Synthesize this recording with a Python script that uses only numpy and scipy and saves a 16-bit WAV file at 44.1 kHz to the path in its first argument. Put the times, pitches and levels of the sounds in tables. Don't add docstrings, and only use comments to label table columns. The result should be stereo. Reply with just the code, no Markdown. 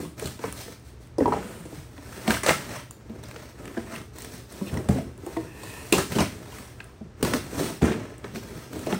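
import sys
import numpy as np
from scipy import signal
from scipy.fft import rfft, irfft, next_fast_len
from scipy.io import wavfile
from scipy.ndimage import uniform_filter1d

SR = 44100
rng = np.random.default_rng(int(sys.argv[2]) if len(sys.argv) > 2 else 0)


def unload_wav(signal):
    wavfile.write(
        sys.argv[1],
        SR,
        np.round(np.clip(np.atleast_2d(signal).T, -1, 1) * 32767).astype(np.int16),
    )


N = 396459

# start_s, level_db, pitch_hz, ring_s, flap_pitch_hz, slap_db, crack_db
KNOCKS = [(0.05, -33.5, 166, 0.19, 1066, -0.5, -11), (0.222, -18, 440, 0.059, 910, -38, -21),
          (0.256, -22, 390, 0.057, 1290, -25, -9), (0.391, -27, 322, 0.058, 910, -17, -17),
          (0.439, -15.5, 466, 0.059, 1020, -10, -32), (0.679, -30, 465, 0.08, 1770, -9, -22),
          (1.183, -11.5, 335, 0.087, 540, -7, -29), (1.208, -11, 327, 0.059, 500, -2.5, -53),
          (1.221, -16, 530, 0.04, 259, 1.5, -51), (1.257, -11, 323, 0.062, 957, -0.5, -46),
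          (1.279, -7.5, 410, 0.043, 842, -12, -35), (1.3217, -19.5, 442, 0.1, 968, 5.5, -30),
          (1.338, -30, 434, 0.17, 815, 10.5, -28), (1.365, -22, 433, 0.14, 816, -5, -30),
          (1.443, -32.5, 200, .2, 422, -5, -35), (1.601, -28.5, 181, 0.086, 926, -33, -20),
          (1.653, -32, 320, 0.1, 510, -7, -13.5), (1.726, -28.5, 295, 0.087, 487, -9, -29),
          (1.982, -34, 280, 0.092, 960, -10, -30), (2.278, -14, 221, 0.13, 735, -5.5, -16),
          (2.302, -26, 255, 0.025, 1690, -8, -27), (2.433, -21, 405, 0.064, 2010, -1, -4.5),
          (2.462, -3, 576, 0.031, 767, -19, -19), (2.485, -0.5, 525, 0.038, 1560, -11, -22),
          (2.51, -9.5, 184, 0.044, 665, -14, -26), (3.095, -30, 217, 0.16, 726, -19, -21),
          (3.361, -30, 462, 0.063, 1830, -8, -13), (3.769, -20.5, 331, 0.12, 1680, -9.5, -29),
          (3.775, -17, 237, 0.075, 770, -24, -33), (3.93, -29.5, 246, 0.083, 1010, -10, -27),
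          (4.612, -22.5, 193, 0.28, 976, -13.5, -36), (4.729, -25, 232, 0.13, 1230, -27, -31),
          (4.771, -21, 219, 0.092, 970, -9.5, -35), (4.888, -9, 199.3, 0.13, 710, -16, -26),
          (4.956, -22.5, 255, 0.2, 710, -28, -40), (4.986, -19.5, 146, 0.08, 650, -5, -31),
          (5.265, -24.5, 348, 0.11, 797, -8, -35), (5.366, -21.5, 327, 0.25, 1050, -6, -39),
          (5.633, -35.5, 570, 0.067, 1014, 2, -3), (5.925, -7, 330, 0.042, 406, -5, -9.5),
          (5.935, -12, 426, 0.047, 1045, -8, -31), (5.949, -20, 322, 0.045, 880, -5, -35),
          (5.982, -16, 384, 0.093, 1247, -4, -8.5), (6.12, -16.5, 160, 0.062, 1720, -8, -13),
          (6.158, -19, 231, 0.1, 720, -22, -15), (6.185, -12, 218, 0.094, 877, -9, -14),
          (6.194, -14.5, 295, 0.049, 1050, -5.5, -18), (6.206, -10, 190, 0.061, 609, -9.5, -27),
          (6.224, -18, 265, 0.05, 977, -9, -14), (6.8036, -43, 210, 0.12, 1560, 10, -25),
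          (7.009, -28, 212, 0.13, 780, -19, -54), (7.054, -33.5, 166, 0.1, 729, -44, -37),
          (7.228, -9, 299, 0.04, 388, -8, -16.5), (7.238, -10, 189, 0.056, 496, -16, -35),
          (7.25, -10, 368, 0.048, 977, -17, -25), (7.337, -9, 262, 0.059, 492, -14, -19.5),
          (7.58, -26, 208, 0.058, 970, -14, -12), (7.814, -28, 335, 0.045, 726, -6, -20),
          (7.82, -8, 250.9, 0.042, 735, -20, -27), (7.826, -7.5, 223, 0.078, 416, -16, -32),
          (7.839, -10.5, 241, 0.071, 410, -6.5, -26), (7.889, -24, 298, 0.047, 471, -1, -30),
          (8.243, -23.5, 406, 0.079, 1060, -12, -29), (8.347, -24.5, 236, 0.067, 1280, -26, -20),
          (8.552, -30.5, 155, 0.14, 1490, -9, -20), (8.869, -13.5, 364, 0.046, 640, -8.5, -25),
          (8.903, -26, 400, 0.055, 1110, -1, -20), (8.926, -22, 397, 0.075, 858, -5, -23)]
# pitch_ratio, gain_db, ring_ratio
PANEL_TONES = [(1.001, 2.5, 0.68), (1.5, -6.5, 0.6), (2.1, 0, 0.23), (3, -12, 0.54)]
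# frequency_hz, gain_db
CRACK_COLOUR = [(600, -11), (1200, -6.5), (3000, -7.5), (6000, -9), (10000, -9.5), (16000, -18.5)]


def knocks():
    t, out = np.arange(SR // 3) / SR, np.zeros((2, N))
    crackle = unit_level(colour(rng.standard_normal(N), CRACK_COLOUR))
    for start_s, level_db, pitch_hz, ring_s, flap_hz, slap_db, crack_db in KNOCKS:
        detunes = [1, *rng.uniform(0.92, 1.037, len(PANEL_TONES) - 1)]
        pan_db = 2 + 0.5 * rng.standard_normal()
        ring = sum(amp(db) * die_away(t, ring_s * ring_ratio) * sine(pitch_hz * ratio * detune, t)
                   for (ratio, db, ring_ratio), detune in zip(PANEL_TONES, detunes))
        ring *= fade_in(t, 0.0027) ** 2
        neighbour_hz = flap_hz * rng.choice([.88, 1.12])
        slap_s = .07 / max(flap_hz / 800, 1) ** 1.6
        slap = (sine(flap_hz, t) + .5 * sine(neighbour_hz, t)) * die_away(t, slap_s)
        crack = random_piece(crackle, len(t)) * (snap(t) + 0.35 * die_away(t, 0.41))
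        attack = (amp(slap_db) * slap + amp(crack_db) * crack) * fade_in(t, 0.0006)
        knock = amp(level_db) * (ring + attack)
        right_lag_s = .00025 * rng.random()
        add(out[0], start_s, amp(pan_db / 2) * knock)
        add(out[1], start_s + right_lag_s, amp(-pan_db / 2) * knock)
    return out


# start_s, level_db
BUMPS = [(0.254, -24), (1.207, -27), (1.725, -36), (1.779, -26), (4.728, -18.5), (4.77, -20.5), (4.889, -8),
         (5.984, -19.5), (6.161, -26), (6.204, -21), (7.229, -23), (7.58, -21), (7.823, -13), (8.87, -32)]
# pitch_hz, gain_db, ring_s
THUD_TONES = [(88, 4, 0.063), (131, 3, 0.079)]


def box_thuds():
    t, out = np.arange(SR // 3) / SR, np.zeros(N)
    thud = sum(amp(db) * die_away(t, ring_s) * sine(hz, t) for hz, db, ring_s in THUD_TONES)
    thud *= fade_in(t, 0.0098)
    for start_s, level_db in BUMPS:
        add(out, start_s, amp(level_db) * thud)
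    return out


# start_s, swell_s, hold_s, fade_s, hiss_db, body_db, flap_db, fizz_db
STROKES = [(0, 0.0013, 0.005, 0.075, -47.5, 15.5, -14, 10.5),
           (0.164, 0.024, 0.07, 0.13, -41.5, 1, -3, -0.5), (0.364, 0.091, 0.013, 0.078, -45.5, 9, 5, 5),
           (0.488, 0.082, 0.04, 0.076, -42, -4, -8, 1), (0.618, 0.047, 0.061, 0.036, -46, -1.5, -5, -5),
           (0.78, 0.089, 0.015, 0.053, -52, -21, -22, -2), (0.966, 0.042, 0.042, 0.03, -61, -14, -11, 3),
           (1.183, 0.0022, 0.14, 0.21, -54.5, 25, 10.5, 5), (1.325, 0.0087, 0.023, .1, -51.5, -1, 16.5, -7),
           (1.34, 0.096, 0.093, 0.34, -60, 15, 12, 16), (1.66, 0.048, 0.079, .2, -51, 3, 0, 0.5),
           (1.863, 0.26, 0.17, 0.15, -47.5, 3.5, 2, 2), (2.252, 0.054, 0.01, 0.034, -30, 4.5, 6.5, 2.5),
           (2.321, 0.02, 0.026, 0.036, -32.5, -13, 1.5, -3),
           (2.418, 0.062, 0.012, 0.019, -23.5, -3.5, 6.5, -8),
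           (2.514, 0.14, 0.11, 0.096, -44.5, 4, 5.5, -0.5), (2.878, 0.27, 0.05, 0.1, -58.5, 14.5, 5, -3),
           (3.228, 0.002, 0.23, 0.23, -51.5, 3, 1, -8), (3.522, 0.084, 0.21, 0.24, -56.5, 11.5, 9, 5),
           (3.822, 0.12, 0.017, 0.1, -45, 6, 5.5, -1), (4.123, 0.036, 0.19, 0.18, -46, 2, -5, -3),
           (4.464, 0.055, 0.13, 0.059, -47.5, 3, -3, 1.5), (4.634, 0.028, 0.025, .06, -44, 7, -15, 0),
           (4.676, 0.045, 0.044, 0.25, -50, 18, 4.5, 3), (4.88, 0.0028, 0.034, 0.18, -47, 19.5, 6, 4),
           (5.149, 0.11, 0.1, 0.41, -51.5, 10.5, 2.5, 2.5), (5.477, 0.15, 0.29, 0.16, -50, 4.5, -1.5, 7),
           (5.917, 0.0054, 0.0071, 0.026, -22, 5, -2.5, -6), (5.961, 0.034, 0.017, 0.029, -31.5, 7, 3, -16),
           (6.083, 0.029, 0.025, .04, -37, 2, 0, -3), (6.139, 0.019, 0.016, 0.026, -35, 7, 2, 0),
           (6.175, 0.0092, 0.03, 0.032, -33.5, 9.5, 6.5, -11), (6.262, 0.065, 0.039, 0.51, -52, 9.5, 3, 1),
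           (6.445, 0.085, 0.065, 0.22, -48.5, 1.5, 0, 3.5), (6.748, 0.029, 0.074, 0.22, -63.5, 7, 10, 3),
           (7.157, 0.041, .03, .03, -54, 8, 6, -2), (7.222, 0.0027, 0.11, 0.14, -39, 9, 3, -1.5),
           (7.46, 0.12, 0.055, 0.16, -36, 7, 0, 2.5), (7.808, 0.016, 0.046, 0.14, -44, 20.5, 15.5, -18),
           (7.94, 0.062, 0.055, 0.19, -53.5, 12, 11, -7.5),
           (8.204, 0.049, 0.014, 0.053, -53.5, 15.5, 11, 0), (8.304, 0.056, 0.015, 0.036, -42, 8, -8, -15),
           (8.35, 0.098, 0.15, 0.29, -47, 3.5, 0, -3.5), (8.7, 0.028, 0.087, 0.23, -46.5, 10, -1, 2),
           (8.828, 0.084, 0.035, 0.027, -39.5, 10.5, 4, -7)]
# hiss_db, body_db, flap_db, fizz_db
FAINT_HANDLING = (-79, 22.5, 8, -23)


def stroke_levels():
    t = np.arange(0, N / SR + .002, .001)
    start_s, swell_s, hold_s, fade_s, hiss_db, *parts_db = np.transpose(STROKES)[:, :, None]
    knock_s = np.transpose(KNOCKS)[0]
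    nearest_s = knock_s[abs(knock_s - start_s).argmin(axis=1)][:, None]
    start_s = np.where(abs(nearest_s - start_s) < .015, nearest_s, start_s)
    peak_s = start_s + np.maximum(swell_s, .002)
    rising_db = 18 * (t - peak_s) / (peak_s - start_s)
    falling_db = 20 * (peak_s + hold_s - t) / np.maximum(fade_s, .02)
    stroke_db = hiss_db + np.minimum(0, np.minimum(rising_db, falling_db))
    levels = []
    for part_db, faint_db in zip([0, *parts_db], [0, *FAINT_HANDLING[1:]]):
        power = (amp(stroke_db + part_db) ** 2 * (t >= start_s)).sum(axis=0)
        power += amp(FAINT_HANDLING[0] + faint_db) ** 2
        levels.append(np.interp(np.arange(N) / SR, t, np.sqrt(power)))
    return levels


# frequency_hz, gain_db
HISS_COLOUR = [(900, -91.5), (1800, 1.5), (3000, -2), (5000, 3.5), (7000, -3)]
FIZZ_COLOUR = [(3500, 10.5), (6000, -1.5), (9000, 12.5), (12500, 4), (16000, 3.5)]
# pitch_hz, width_hz, gain_db
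BOX_TONES = [(105.3, 112, 2.5), (194, 135, 1), (290, 145, -1), (381, 145, -2.5), (566, 1200, -17)]
FLAP_TONES = [(632, 120, 1), (953, 430, -3), (1280, 100, -4), (1650, 620, -4.5)]


def rubbing():
    hiss_level, body_level, flap_level, fizz_level = stroke_levels()
    card_slips = slips(per_s=6000, spread_db=3.16, clump_db=3.5)
    plastic_slips = slips(per_s=12000, spread_db=3.0, clump_db=0.83)
    nudges = slips(per_s=1500, spread_db=2.4, clump_db=2.8)
    hiss = hiss_level * unit_level(colour(card_slips, HISS_COLOUR))
    fizz = fizz_level * unit_level(colour(plastic_slips, FIZZ_COLOUR))
    flaps = flap_level * unit_level(resonate(card_slips, FLAP_TONES))
    body = body_level * unit_level(resonate(resonate(nudges, BOX_TONES), BOX_TONES))
    return hiss, fizz, flaps + body


# start_s, card_click_db, plastic_tick_db
CREASES = [(0.1959, -34.5, -28), (0.257, -50, -31), (.273, -37.5, -28), (0.4384, -35, -47),
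           (0.5253, -52, -25), (0.797, -64, -50), (1.072, -61, -49), (1.1823, -46, -37), (1.2045, -43, -54),
           (1.257, -34.5, -52), (1.324, -40, -52), (1.978, -44.5, -49), (2.2769, -21, -33),
           (2.306, -18, -20), (2.342, -30, -33), (2.434, -35, -32), (2.462, -29, -32), (2.4918, -14, -17),
           (2.513, -31, -42), (2.909, -51, -28), (3.236, -54, -36), (3.285, -56, -40), (3.3111, -40, -37),
           (3.36, -40.5, -54), (3.655, -42, -38), (3.677, -40, -41), (3.7764, -42, -56), (3.932, -48, -54),
           (3.961, -34, -37), (4.015, -45, -45), (4.185, -49, -28), (4.2205, -55, -30), (4.2466, -42, -30),
           (4.524, -59, -36), (4.741, -43, -34), (4.7714, -38, -34), (4.887, -32, -28), (4.985, -45, -48),
           (5.177, -60, -41), (5.2637, -49, -31), (5.369, -39, -38), (5.6344, -49, -39), (5.924, -31, -8.5),
           (6.12, -38, -37), (6.1532, -38, -32), (6.1842, -36, -27), (6.205, -27, -24), (6.5843, -42, -34),
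           (6.8028, -36.5, -55), (6.842, -53, -38), (7.227, -26, -14.5), (7.248, -26, -24),
           (7.3353, -21, -23), (7.818, -36, -50), (7.829, -31, -50), (7.918, -30, -50), (7.929, -33, -53),
           (8.181, -58, -40), (8.242, -36.5, -55), (8.3571, -34, -53), (8.731, -40.5, -37),
           (8.7923, -51, -30), (8.864, -38.5, -32), (8.925, -27, -42)]
# frequency_hz, gain_db
CLICK_COLOUR = [(500, -5.5), (1200, 4), (2500, -1), (4500, -9), (7000, -24.5)]
TICK_COLOUR = [(3000, -12.5), (6000, -10.5), (9000, -6.5), (15000, -8)]


def creases():
    t, out = np.arange(SR // 20) / SR, np.zeros((2, N))
    noises = np.array([unit_level(colour(rng.standard_normal(N), shape))
                       for shape in (CLICK_COLOUR, TICK_COLOUR)])
    bursts = np.array([snap(t), snap(2 * t)])
    for start_s, click_db, tick_db in CREASES:
        add(out, start_s, amp([[click_db], [tick_db]]) * bursts * random_piece(noises, len(t)))
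    return out


# start_s, pitch_hz, level_db, swell_s
CATCHES = [(1.203, 1940, -35, 0.0025), (1.322, 1330, -22, 0.0028), (1.323, 2090, -38, .002),
           (5.365, 1950, -35, 0.0033), (1.323, 4500, -37, 0.0014), (1.333, 4380, -39, .0015),
           (4.658, 2690, -40, 0.017), (4.67, 3830, -42, 0.007), (4.679, 3000, -44, 0.0058),
           (4.694, 1900, -40, 0.0024), (4.771, 1870, -33, 0.0021), (4.775, 5740, -36.5, 0.0015),
           (5.9242, 2625, -12, 0.0019), (5.938, 2760, -21, .003), (5.9255, 5400, -29, 0.0019),
           (5.951, 2610, -26, 0.0033), (6.154, 2900, -31, 0.0031), (6.186, 2720, -28, 0.0016),
           (6.194, 2800, -27, 0.0018), (6.204, 4000, -29, 0.0018), (6.204, 5400, -24, 0.0018),
           (6.518, 3050, -42, 0.006), (6.52, 995, -39.5, 0.0063), (6.8022, 2470, -34, 0.00088),
           (7.263, 1750, -35, .003), (7.31, 1500, -38, .002), (7.35, 1660, -39, 0.0024),
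           (7.882, 1470, -31, .003), (1.1825, 5500, -37, 0.001), (2.305, 1650, -15.5, 0.0024),
           (2.367, 1500, -25, .003), (2.486, 6160, -28, .002), (3.236, 3900, -39.5, .002),
           (3.254, 4800, -45, .002), (3.774, 1670, -30.5, 0.0028), (3.953, 2600, -36, .002),
           (6.803, 1710, -35.5, .002), (2.343, 2130, -28, .003), (8.862, 2670, -42, .002),
           (8.924, 3250, -36, 0.0023), (8.949, 1470, -32, .003), (8.243, 2020, -43, .002)]


def edge_chirps():
    t, out = np.arange(SR // 20) / SR, np.zeros(N)
    for start_s, pitch_hz, level_db, swell_s in CATCHES:
        scatter, phase = rng.random((2, 9, 1))
        tones_hz = pitch_hz * (1 + .09 * (2 * scatter - 1))
        tones = np.sin(2 * np.pi * (tones_hz * t + phase)).sum(axis=0)
        chirp = snap(t, max(swell_s, .001)) * tones
        add(out, start_s, amp(level_db) * chirp / abs(chirp).max())
    return out


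# time_s, level_db
SLIDE_LEVELS = [(5.3, -61), (5.55, -50), (5.62, -49), (5.7, -46), (5.8, -41.5), (5.86, -66)]
# pitch_hz, width_hz, gain_db
WHISTLE_TONES = [(980, 150, 6.5), (1806, 150, 9), (2530, 240, 7.5)]


def flap_whistle():
    time_s, level_db = np.transpose(SLIDE_LEVELS)
    friction = slips(per_s=3000, spread_db=3.5, clump_db=1.0)
    whistle = unit_level(resonate(resonate(friction, WHISTLE_TONES), WHISTLE_TONES))
    return amp(np.interp(np.arange(N) / SR, time_s, level_db, left=-200, right=-200)) * whistle


# frequency_hz, ring_s
ROOM_RING = [(100, 0.58), (500, 0.22), (2000, 0.32), (8000, 0.37)]


def echo_tail():
    reflections = np.zeros((2, SR // 2))
    slots = np.arange(160, SR // 2 - 20, 20)
    arrivals = slots + rng.integers(0, 20, (2, len(slots)))
    np.put_along_axis(reflections, arrivals, rng.choice([-1., 1.], arrivals.shape), 1)
    hz, t, bands = signal.stft(reflections, SR, nperseg=256)
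    bands *= die_away(t, read_curve(ROOM_RING, hz)[:, None])
    echo = signal.istft(bands, SR, nperseg=256)[1]
    echo *= fade_in(np.arange(echo.shape[1]) / SR, 0.0015)
    return echo / np.linalg.norm(echo[0])


def room_echo(sound, tails=3, drift_hz=1.3):
    turn = 2 * np.pi * drift_hz * np.arange(N) / SR
    shares = (sound * np.cos(turn + np.pi * k / tails) for k in range(tails))
    echo = sum(signal.fftconvolve(share, echo_tail(), axes=1)[:, :N] for share in shares)
    return echo * np.sqrt(2 / tails)


# frequency_hz, gain_db
RUMBLE_COLOUR = [(18, -67), (32, -8), (60, 6), (100, 1.5), (167, -10.5), (455, -17), (835, -22),
                 (1700, -25.5), (3000, -32.5), (6000, -35.5), (16000, -53)]


def room_rumble():
    shared, side = rng.standard_normal((2, N))
    return unit_level(colour(np.array([shared + 1.17 * side, shared - 0.79 * side]), RUMBLE_COLOUR))


def mains_hum(pitch_hz=120.6, waver_db=2.0):
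    waver = wobble(3000)
    phase = 2 * np.pi * pitch_hz * np.arange(N) / SR + 0.13 * waver
    return np.sqrt(2) * np.sin(phase) * amp(waver_db * waver)


def slips(per_s, spread_db, clump_db):
    sizes = amp(spread_db * np.minimum(rng.exponential(1, N), 4.2)) * rng.choice([-1., 1.], N)
    clumps = amp(clump_db * np.clip(wobble(400), -2, 2))
    return sizes * (rng.random(N) < per_s / SR) * clumps


def wobble(samples):
    return unit_level(uniform_filter1d(uniform_filter1d(rng.standard_normal(N), samples), samples))


def snap(t, swell_s=.0017):
    return t / swell_s * np.exp(1 - t / swell_s)


def fade_in(t, rise_s):
    return 1 - np.exp(-t / rise_s)


def die_away(t, ring_s):
    return amp(-60 * t / ring_s)


def sine(hz, t):
    return np.sin(2 * np.pi * hz * t)


def amp(db):
    return 10 ** (np.asarray(db) / 20)


def unit_level(sound):
    return sound / np.sqrt(np.mean(sound ** 2) + 1e-20)


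def random_piece(noise, samples):
    return noise[..., rng.integers(N - samples):][..., :samples]


def add(mix, start_s, sound):
    part = mix[..., round(start_s * SR):][..., :sound.shape[-1]]
    part += sound[..., :part.shape[-1]]


def read_curve(points, hz):
    points_hz, values = np.transpose(points)
    return np.interp(np.log(hz + 1), np.log(points_hz + 1), values)


def colour(sound, curve):
    size = next_fast_len(N)
    gain = amp(read_curve(curve, np.fft.rfftfreq(size, 1 / SR)))
    return irfft(rfft(sound, size) * gain, size)[..., :N]


def resonate(sound, tones):
    return sum(amp(db) * signal.lfilter(*signal.iirpeak(hz, hz / width_hz, SR), sound)
               for hz, width_hz, db in tones)


def to_ports(sound, lag_samples):
    left, right = sound * np.ones((2, 1))
    return np.array([left, np.concatenate([np.zeros(lag_samples), right])[:N]])


def scene():
    hiss, fizz, box_ring = rubbing()
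    clicks, ticks = creases()
    rubs = to_ports(hiss, lag_samples=22) * amp([[.5], [-.5]])
    rubs += to_ports(fizz, lag_samples=7) + to_ports(box_ring + flap_whistle(), lag_samples=5)
    blows = to_ports(knocks() + box_thuds(), lag_samples=1)
    snaps = to_ports(ticks, lag_samples=5) + to_ports(clicks + edge_chirps(), lag_samples=1)
    direct = amp(1.0) * blows + amp(-1.0) * rubs + amp(0.5) * snaps
    echo = room_echo(rubs + amp(-2.5) * blows + amp(-4.5) * snaps)
    return direct + amp(-2.0) * echo + amp(-44.5) * room_rumble() + amp(-51.5) * mains_hum()


# frequency_hz, gain_db. Left plus right has a deep
# hole between about 10.4 and 12.2 kHz.
MIDDLE_COLOUR = [(10000, 0), (10350, -6), (10600, -30), (11700, -26.5), (12200, -12.5), (12700, -1.5)]
SIDE_COLOUR = [(30, -33), (125, -10), (250, -9), (500, 1), (1000, 3.5), (2500, -1.5), (12300, -2),
               (13300, -20)]


def record(dry, low_cut_hz=53.5, high_cut_hz=15850):
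    middle = colour(dry[0] + dry[1], MIDDLE_COLOUR) / 2
    side = colour(dry[0] - dry[1], SIDE_COLOUR) / 2
    pair = np.array([middle + side, middle - side])
    low_cut = signal.butter(2, low_cut_hz, "high", fs=SR, output="sos")
    high_cut = signal.firwin(511, high_cut_hz, window=("kaiser", 9), fs=SR)
    return signal.oaconvolve(signal.sosfilt(low_cut, pair), high_cut[None], "same")


dry = scene()
out = record(dry)
unload_wav(out)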